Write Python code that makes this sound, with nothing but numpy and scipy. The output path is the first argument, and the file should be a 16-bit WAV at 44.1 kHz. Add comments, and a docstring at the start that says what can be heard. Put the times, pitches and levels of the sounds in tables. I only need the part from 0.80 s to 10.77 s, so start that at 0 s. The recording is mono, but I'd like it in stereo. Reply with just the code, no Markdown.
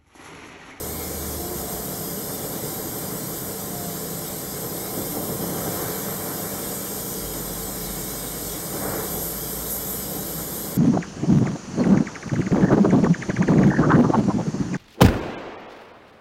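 """A gas torch heats a steel tube in a metal workshop, heard by a phone with two microphone ports.
The nozzle's hiss is shaped noise, coloured anew by floor and benches as the torch moves, at times with a thin whistle.
The flame is layered low noise that roars, more harshly when it slips over the tube's edge; gliding sines are its singing.
Behind it shop fans hum as wavering sines over a low room rumble, and an engine's drone comes and goes outside."""
import sys
import numpy as np
from scipy import signal
from scipy.fft import rfft, irfft, next_fast_len
from scipy.io import wavfile
from scipy.ndimage import map_coordinates

SR = 44100
rng = np.random.default_rng(int(sys.argv[2]) if len(sys.argv) > 2 else 0)


def to_wav(s):
    """Save 16-bit WAV."""
    ch = np.atleast_2d(s).T  # columns
    pcm = np.round(np.clip(ch, -1, 1) * 32767)  # PCM
    wavfile.write(sys.argv[1], SR, pcm.astype(np.int16))


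N = 439677

# how the phone's two ports differ: (pitch_hz, coherence 0-1, left_lead_rad, left_minus_right_db)
PORTS = [(60, .98, -.1, -.7), (200, .97, -.22, -1.8), (430, .89, -.6, -1.6), (600, .62, -1.6, -3.6),
         (740, .15, -1.9, -3.6), (880, .45, -3.5, -2), (1000, .47, -4.6, -2.6), (1450, .69, -5.3, 1),
         (2100, .62, -4.5, 3.2), (2400, .88, -3.45, .9), (2530, .96, -3.17, .3), (2750, .88, -3.1, .3),
         (2950, .4, -3.1, 0), (3250, .12, -5, -1.6), (4200, .22, -4.3, -1.6), (4430, .64, -3.2, -.3),
         (4600, .45, -3.3, -.6), (5100, .62, -4.4, .3), (5550, .72, -3.2, .9), (6300, .66, -3, .6),
         (8000, .4, -.5, -1), (9400, .66, 2.1, 0), (10150, .995, 3.14, 0), (10700, .88, 3.7, 0),
         (11900, .86, 5.6, 0), (12450, .99, 6.28, 0), (13400, .83, 7.3, 0), (14200, .86, 8.8, 0),
         (14600, .995, 9.38, 0), (15000, .995, 9.48, 0), (15400, .78, 10.3, 0), (16000, .7, 10.8, 0)]


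def amp(db):
    """Decibels to gain."""
    return 10 ** (np.asarray(db) / 20)


def unit(x):
    """x at rms 1."""
    return x / np.sqrt(np.mean(x ** 2) + 1e-20)


def along(rows, hz):
    """Each column of a table by frequency, read on a log axis."""
    f, *cols = np.transpose(rows)
    return [np.interp(np.log(hz + 1), np.log(f + 1), c) for c in cols]


def curves(rows):
    """Each column of a table by time, one value per sample."""
    s, *cols = np.transpose(rows)
    return [np.interp(np.arange(N) / SR, s, c) for c in cols]


def wobble(rate):
    """A smooth random curve, rate knots a second."""
    knots = rng.standard_normal(int(N * rate / SR) + 4)
    return map_coordinates(knots, [np.arange(N) * rate / SR])


def swell(peak, rise, fall):
    """A smooth rise from 0 to 1 at the peak, and a fall back to 0."""
    ramp = np.interp(np.arange(N) / SR, [peak - rise, peak, peak + fall], [0, 1, 0])
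    return np.sin(np.pi / 2 * ramp) ** 2


def tone(hz):
    """A sine of rms 1 that follows a pitch curve."""
    cycles = np.cumsum(hz) / SR + rng.random()
    return np.sqrt(2) * np.sin(2 * np.pi * cycles)


def turbulence(spectrum, resonances=()):
    """Stereo noise of rms 1 with a slope and resonances, as the two ports pick it up."""
    size = next_fast_len(N, True)
    hz = np.fft.rfftfreq(size, 1 / SR)
    colour_db = along(spectrum, hz)[0]
    for centre, width, db in resonances:
        colour_db = colour_db + db / (1 + (2 * (hz - centre) / width) ** 2)
    alike, lead, balance_db = along(PORTS, hz)
    noise = rfft(rng.standard_normal((2, size)))
    shared, apart = noise * np.sqrt([1 + alike, 1 - alike]) * amp(colour_db)
    left = amp(balance_db / 2) * np.exp(.5j * lead)  # each port takes half of the difference
    ports = np.array([(shared + apart) * left, (shared - apart) / left])
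    return unit(irfft(ports, size)[:, :N])


def reflections(x, echo_db, t60):
    """Steel, floor and benches comb the sound; each place of the torch has its own pattern."""
    # when the torch reaches each new place: (time_s)
    poses = [0, 2.2, 3.7, 4.2, 4.8, 5.5, 6.4, 7.7, 8.4, 9.9]
    t = np.arange(SR // 25) / SR
    echoes = np.zeros_like(x)
    for here in np.eye(len(poses)):
        pattern = rng.standard_normal(len(t)) * amp(-60 * t / t60) * (t > .002)  # no echo within 2 ms
        pattern = pattern / np.linalg.norm(pattern)
        nearness = np.sqrt(np.interp(np.arange(N) / SR, poses, here))  # equal-power crossfade
        echoes += nearness * signal.oaconvolve(x, pattern[None], axes=1)[:, :N]
    return unit(x + amp(echo_db) * echoes)


def shimmer(x, depth_db, width_hz, life_s):
    """The colour of the hiss flickers in narrow, short patches; the whole returns to rms 1."""
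    hz, t, z = signal.stft(x, SR, nperseg=1024)
    knots = rng.standard_normal((600, 700))
    field = map_coordinates(knots, np.meshgrid(hz / width_hz, t / life_s, indexing="ij"))
    flickering = signal.istft(z * amp(depth_db * field), nperseg=1024)[1]
    return unit(flickering[:, :N])


def drone(trim_db=-1.5, throb_db=1, fade_s=.06):
    """An engine outside changes speed; only its firing note, a gliding sine, gets through the walls."""
    # the engine runs down: (time_s, pitch_hz, level_before_trim_db)
    running_down = [(0.0, 78, -39), (0.3, 77, -40), (0.38, 76, -34.5), (0.6, 75, -36.5), (0.7, 74.6, -48),
                    (0.77, 68, -38), (0.85, 68.2, -37), (0.89, 66, -56), (0.95, 59.7, -41), (1.02, 59, -41),
                    (1.16, 59, -51)]
    # later it creeps up: (time_s, pitch_hz, level_before_trim_db)
    creeping_up = [(6.32, 43.5, -53), (6.45, 50.1, -37), (6.52, 50, -44), (6.83, 47.6, -39),
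                   (7.3, 49.2, -41.5), (7.75, 50.6, -41), (7.84, 51, -55), (8.04, 53.2, -45),
                   (8.4, 54.6, -40.5), (9.22, 58.2, -43.5), (9.35, 58.5, -53), (9.62, 57.8, -43),
                   (9.8, 58.5, -55)]
    t = np.arange(N) / SR
    note = np.zeros(N)
    for rows in (running_down, creeping_up):
        hz, db = curves(rows)
        present = np.clip(1 + np.minimum(t - rows[0][0], rows[-1][0] - t) / fade_s, 0, 1)
        note += present * amp(db + trim_db + throb_db * wobble(11)) * tone(hz)
    return note


def fans(unsteady_db=1.3, left_db=-1.0, room_db=-50.5):
    """Blade tones of the shop's fans, wavering in pitch and strength, over the low rumble of the room."""
    # blade tone of each fan: (pitch_hz, mean_level_db, waver_hz)
    blades = [(166, -45, 2.11), (194.9, -44, 1.35), (424, -49, 3.02)]
    # slow swell of the two lower fans: (time_s, lowest_fan_db, middle_fan_db)
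    hum_level = [(0, -3, -7), (.5, -4, -1), (.78, 6, -1), (1.1, -1, 2.5), (1.95, -9, -2), (2.25, 3, 2),
                 (2.75, -2, 2.5), (3.1, 5.5, 3.5), (3.7, 0.5, -3), (4.2, 3, 3), (5.05, 4.5, 0),
                 (5.3, -4, 3.5), (5.55, 4, 1), (5.95, -6, 2.5), (6.5, -1, 0), (7, 2, 4), (7.35, -4, -4),
                 (7.7, 3, -3), (8.05, -9, 3.5), (8.45, -1, -7), (9.1, -8, 1.5), (9.4, 2, 0), (9.9, 0, -3)]
    # colour of the room's rumble: (pitch_hz, relative_db_per_hz)
    room = [(20, -24), (32, -20), (48, -1), (70, -10), (110, -8.5), (250, -28), (1000, -70)]
    levels = curves(hum_level) + [0]  # the highest fan has no slow swell
    hum = np.zeros(N)
    for (hz, db, waver_hz), level in zip(blades, levels):
        strength = amp(db + level + unsteady_db * wobble(5))
        hum += strength * tone(hz + waver_hz * wobble(9))
    return hum * amp([[left_db], [-left_db]]) + amp(room_db) * turbulence(room)


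def singing(edge_s=.04):
    """For a moment the flame locks onto a resonance: a faint note comes in, glides a little and stops."""
    # sung notes: (start_s, length_s, first_pitch_hz, last_pitch_hz, level_db, left_lead_rad, left_minus_right_db)
    sung = [(0.08, 0.22, 2190, 2110, -48, 2, 5), (0.57, 0.28, 343, 364, -39.8, -.2, -3),
            (0.59, 0.15, 704, 716, -44, .3, 0), (0.81, 0.3, 708, 697, -42, .9, 1),
            (1.11, 0.16, 698, 700, -46, .9, 1), (2.88, 0.29, 713, 692, -43, .3, 2),
            (3.98, 0.15, 2160, 2200, -50, 1.8, 5), (4.85, .28, 712, 702, -45, .8, 1),
            (5.53, .11, 704, 698, -46, .8, 1), (6.98, 0.6, 2185, 2195, -54, 1.9, 5)]
    t = np.arange(N) / SR
    notes = np.zeros((2, N))
    for s, length, hz, end_hz, db, lead, pan_db in sung:
        glide = np.interp(t, [s, s + length], [hz, end_hz])
        pitch = glide * (1 + 2.5e-6 * hz * wobble(70))  # higher notes tremble more
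        phase = 2 * np.pi * np.cumsum(pitch) / SR
        present = np.clip(np.minimum(t - s, s + length - t) / edge_s + .5, 0, 1)
        loudness = present * amp(db + wobble(23))
        balance = amp([[pan_db / 2], [-pan_db / 2]])
        notes += np.sqrt(2) * loudness * balance * np.sin([phase, phase - lead])
    return notes


def whistles(edge_s=.2):
    """At some angles the jet whistles thinly on the steel: a narrow band of noise that comes and goes."""
    # whistling bands: (start_s, length_s, pitch_hz, rough_width_hz, level_db)
    bands = [(0.1, .45, 2290, 202, -47), (2.5, 1.25, 6030, 90, -46.5), (5.8, 2.2, 8270, 109, -47),
             (8.2, 1.7, 12200, 109.6, -44)]
    t = np.arange(N) / SR
    out = np.zeros((2, N))
    for s, length, hz, width_hz, db in bands:
        present = np.clip(np.minimum(t - s, s + length - t) / edge_s + .5, 0, 1)
        band = (wobble(width_hz) + 1j * wobble(width_hz)) * np.exp(2j * np.pi * hz * t)
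        lead = along(PORTS, hz)[1]
        out += amp(db) * present * unit(np.real([band, band * np.exp(-1j * lead)]))
    return out


def jet(hiss_shimmer_db=2, fizz_shimmer_db=1.5, flicker_db=.22):
    """Gas rushes from the nozzle, fizzes where it strikes the hot steel, and spits when it hits squarely."""
    # colours of hiss, fizz and spitting spray: (pitch_hz, relative_db_per_hz)
    hiss_colour = [(500, -50), (1800, -16.5), (2300, -5.8), (2650, -6.6), (3100, -8.4), (3900, -7),
                   (4350, -7), (5000, -2.1), (6100, 0), (6600, -.5), (7400, -3.2), (8400, -2.8),
                   (11000, -7), (16000, -15)]
    fizz_colour = [(2000, -50), (6000, -16), (8000, -8), (9500, -3.2), (10900, 0), (11950, -1.4),
                   (12350, .6), (12700, -1.2), (14000, -.3), (15000, -2.4), (16000, -2)]
    spray_colour = [(3000, -45), (6500, -2), (8400, -3), (9200, -4.5), (10800, 4.5), (12400, 2), (14000, 2),
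                    (16000, -4)]
    # the nozzle as the torch is slowly turned: (time_s, hiss_level_db, fizz_level_db)
    nozzle = [(0.25, -32, -30.5), (1.2, -32.5, -29.5), (2.35, -32.5, -30), (3.35, -32, -31.5),
              (3.9, -32, -30.5), (4.25, -32, -28), (4.68, -31.9, -29.5), (4.95, -30.2, -28),
              (5.3, -31.5, -28.9), (6.1, -31, -29), (6.9, -31.5, -30.5), (7.5, -30.9, -30.5),
              (8.1, -31, -29), (8.75, -31.5, -28), (9.35, -32, -29.5), (9.55, -31.5, -28.5),
              (9.95, -32.5, -30.5)]
    # the jet strikes the steel squarely and spits: (peak_s, rise_s, fall_s, peak_level_db)
    spits = [(5.02, .1, .16, -38), (8.33, 0.09, 0.11, -31), (8.46, 0.12, 0.12, -28.5),
             (8.93, 0.078, 0.1, -24), (9.105, 0.082, 0.13, -27), (9.8, 0.15, 0.1, -33)]
    hiss_db, fizz_db = curves(nozzle)
    spit = sum(amp(db) * swell(s, rise, fall) for s, rise, fall, db in spits)
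    hiss = reflections(turbulence(hiss_colour), echo_db=-5, t60=.1)
    fizz = reflections(turbulence(fizz_colour), echo_db=-7, t60=.07)
    spray = reflections(turbulence(spray_colour), echo_db=-7, t60=.07)
    hiss = shimmer(hiss, hiss_shimmer_db, width_hz=170, life_s=.06)
    fizz = shimmer(fizz, fizz_shimmer_db, width_hz=400, life_s=.05)
    flicker = amp(flicker_db * wobble(20))
    return flicker * (hiss * amp(hiss_db) + fizz * amp(fizz_db) + spray * spit)


def flame(flutter_db=0.41, tear_flutter_db=0.8, restless_db=0.28):
    """Turbulent burning: a soft slip feeds the rumble, a harsh one the tearing; roar and flutter grow with both."""
    # resonances of tube and shop, and the gaps between: (pitch_hz, width_hz, boost_db)
    body = [(103, 8, 1), (111, 6, -3), (134, 14, 4), (207, 8, -3), (254, 7, -5), (264, 8, 4), (292, 10, 5),
            (332, 10, 5), (380, 30, -5.5), (436, 45, 5.5), (486, 14, 4), (514, 16, -6), (533, 18, 5.5),
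            (586, 20, 5), (648, 16, -2.5), (684, 14, -3), (704, 16, 2), (723, 12, -4.5), (775, 30, 1.3),
            (814, 16, 2.8), (842, 28, -4), (890, 80, -1.3), (1040, 55, 3.6), (1245, 30, -1.5),
            (1305, 40, 3), (1335, 20, -3.5), (1356, 18, 4), (1432, 20, -2)]
    # further resonances where the flame tears on the tube's edge: (pitch_hz, width_hz, boost_db)
    edge = [(875, 40, 3.5), (955, 30, -2.5), (995, 30, 2.5), (1275, 40, 2), (1385, 25, 2), (1465, 35, -2.5),
            (1525, 50, 2)]
    # colours of rumble, roar, tearing and billowing: (pitch_hz, relative_db_per_hz)
    rumble_colour = [(40, -26), (72, -9), (100, -4), (160, 1), (270, -1.5), (400, -7.5), (800, -43),
                     (2000, -68)]
    roar_colour = [(80, -44), (220, -21.5), (330, -2.5), (450, -1), (600, -3), (760, -2), (1000, -10.5),
                   (1600, -26), (3000, -56), (8000, -80)]
    tear_colour = [(100, -12), (350, -13.5), (600, -4.5), (950, 0.5), (1300, -1.5), (1800, -3.5),
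                   (2400, -7.5), (3200, -96), (6000, -34), (12000, -60)]
    billow_colour = [(50, -28), (75, -8), (100, -4), (125, -11), (180, -19), (400, -64)]
    # slow level of the deep rumble: (time_s, change_db)
    depth_curve = [(0, -0.5), (.55, 0), (.7, 0.5), (2.3, 0.1), (3.4, -1), (3.65, -2), (4.2, -.5), (6.4, -1),
                   (7, -0.5), (7.4, -2.5), (8, -1.5), (8.7, -2), (10, -1)]
    # the flame slips over the tube's edge: (peak_s, rise_s, fall_s, strength_db, harshness 0-1)
    slips = [(1.85, .5, 0.5, 1.5, 0), (4.55, 0.85, 0.73, 3.5, 0), (5.04, 0.54, 0.62, 4, 0.65),
             (5.62, 0.47, 0.68, 2, 0.77), (8.09, 0.27, 0.28, 7.5, 0.48)]
    # the flame catches on the edge and puffs, or falters below 0 dB: (peak_s, rise_s, fall_s, strength_db)
    puffs = [(2.2, .06, .08, 1), (3.9, 0.12, 0.11, 2.5), (4.19, 0.06, 0.09, 2.5), (4.38, .04, 0.065, 3),
             (4.51, .04, .05, 1.5), (4.64, .06, .09, 2), (4.3, .04, .05, -3), (4.885, .04, 0.077, 2),
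             (5.1, .04, .07, 0), (5.56, .06, 0.098, 1), (7.945, .015, 0.024, 3), (8.37, 0.09, 0.09, 5),
             (9.36, 0.11, 0.094, 3)]
    # levels of the steady flame on the steel
    rumble_db, roar_db, tear_db, billow_db = -36.5, -35, -41.5, -54
    # dB gained per dB of harsh slip (tearing) and of any slip (billowing)
    tear_grows, billow_grows = 2.35, 1.7
    fade_db_per_s = 0.12  # the roar fades as the work goes on

    surges = np.array([db * swell(s, rise, fall) for s, rise, fall, db, _ in slips])
    surge = surges.sum(axis=0)
    harsh = np.array([row[-1] for row in slips]) @ surges
    depth, = curves(depth_curve)
    drift = restless_db * wobble(4) - fade_db_per_s * np.arange(N) / SR
    flutter = wobble(30) * amp(surge / 2)
    puff = sum(db * swell(s, rise, fall) for s, rise, fall, db in puffs)

    rumble_gain = amp(rumble_db + depth + surge - harsh + puff + flutter_db * flutter)
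    rumble = rumble_gain * turbulence(rumble_colour, body)
    roar_gain = amp(roar_db + drift + surge + puff + flutter_db * flutter)
    roar = roar_gain * turbulence(roar_colour, body)
    tear_gain = amp(tear_db + tear_grows * harsh + tear_flutter_db * flutter)
    tear = tear_gain * turbulence(tear_colour, body + edge)
    # the deep flapping of the free flame
    billow = amp(billow_db + billow_grows * surge + puff) * turbulence(billow_colour)
    return rumble + roar + tear + billow


def scene():
    """The torch over the shop's background."""
    return drone() + fans() + singing() + whistles() + jet() + flame()


def record(dry, top_hz=15720):
    """The phone keeps nothing above its band limit."""
    size = next_fast_len(N + SR // 4, True)
    kept = np.fft.rfftfreq(size, 1 / SR) < top_hz
    return irfft(rfft(dry, size) * kept, size)[:, :N]


dry = scene()
out = record(dry)
to_wav(out)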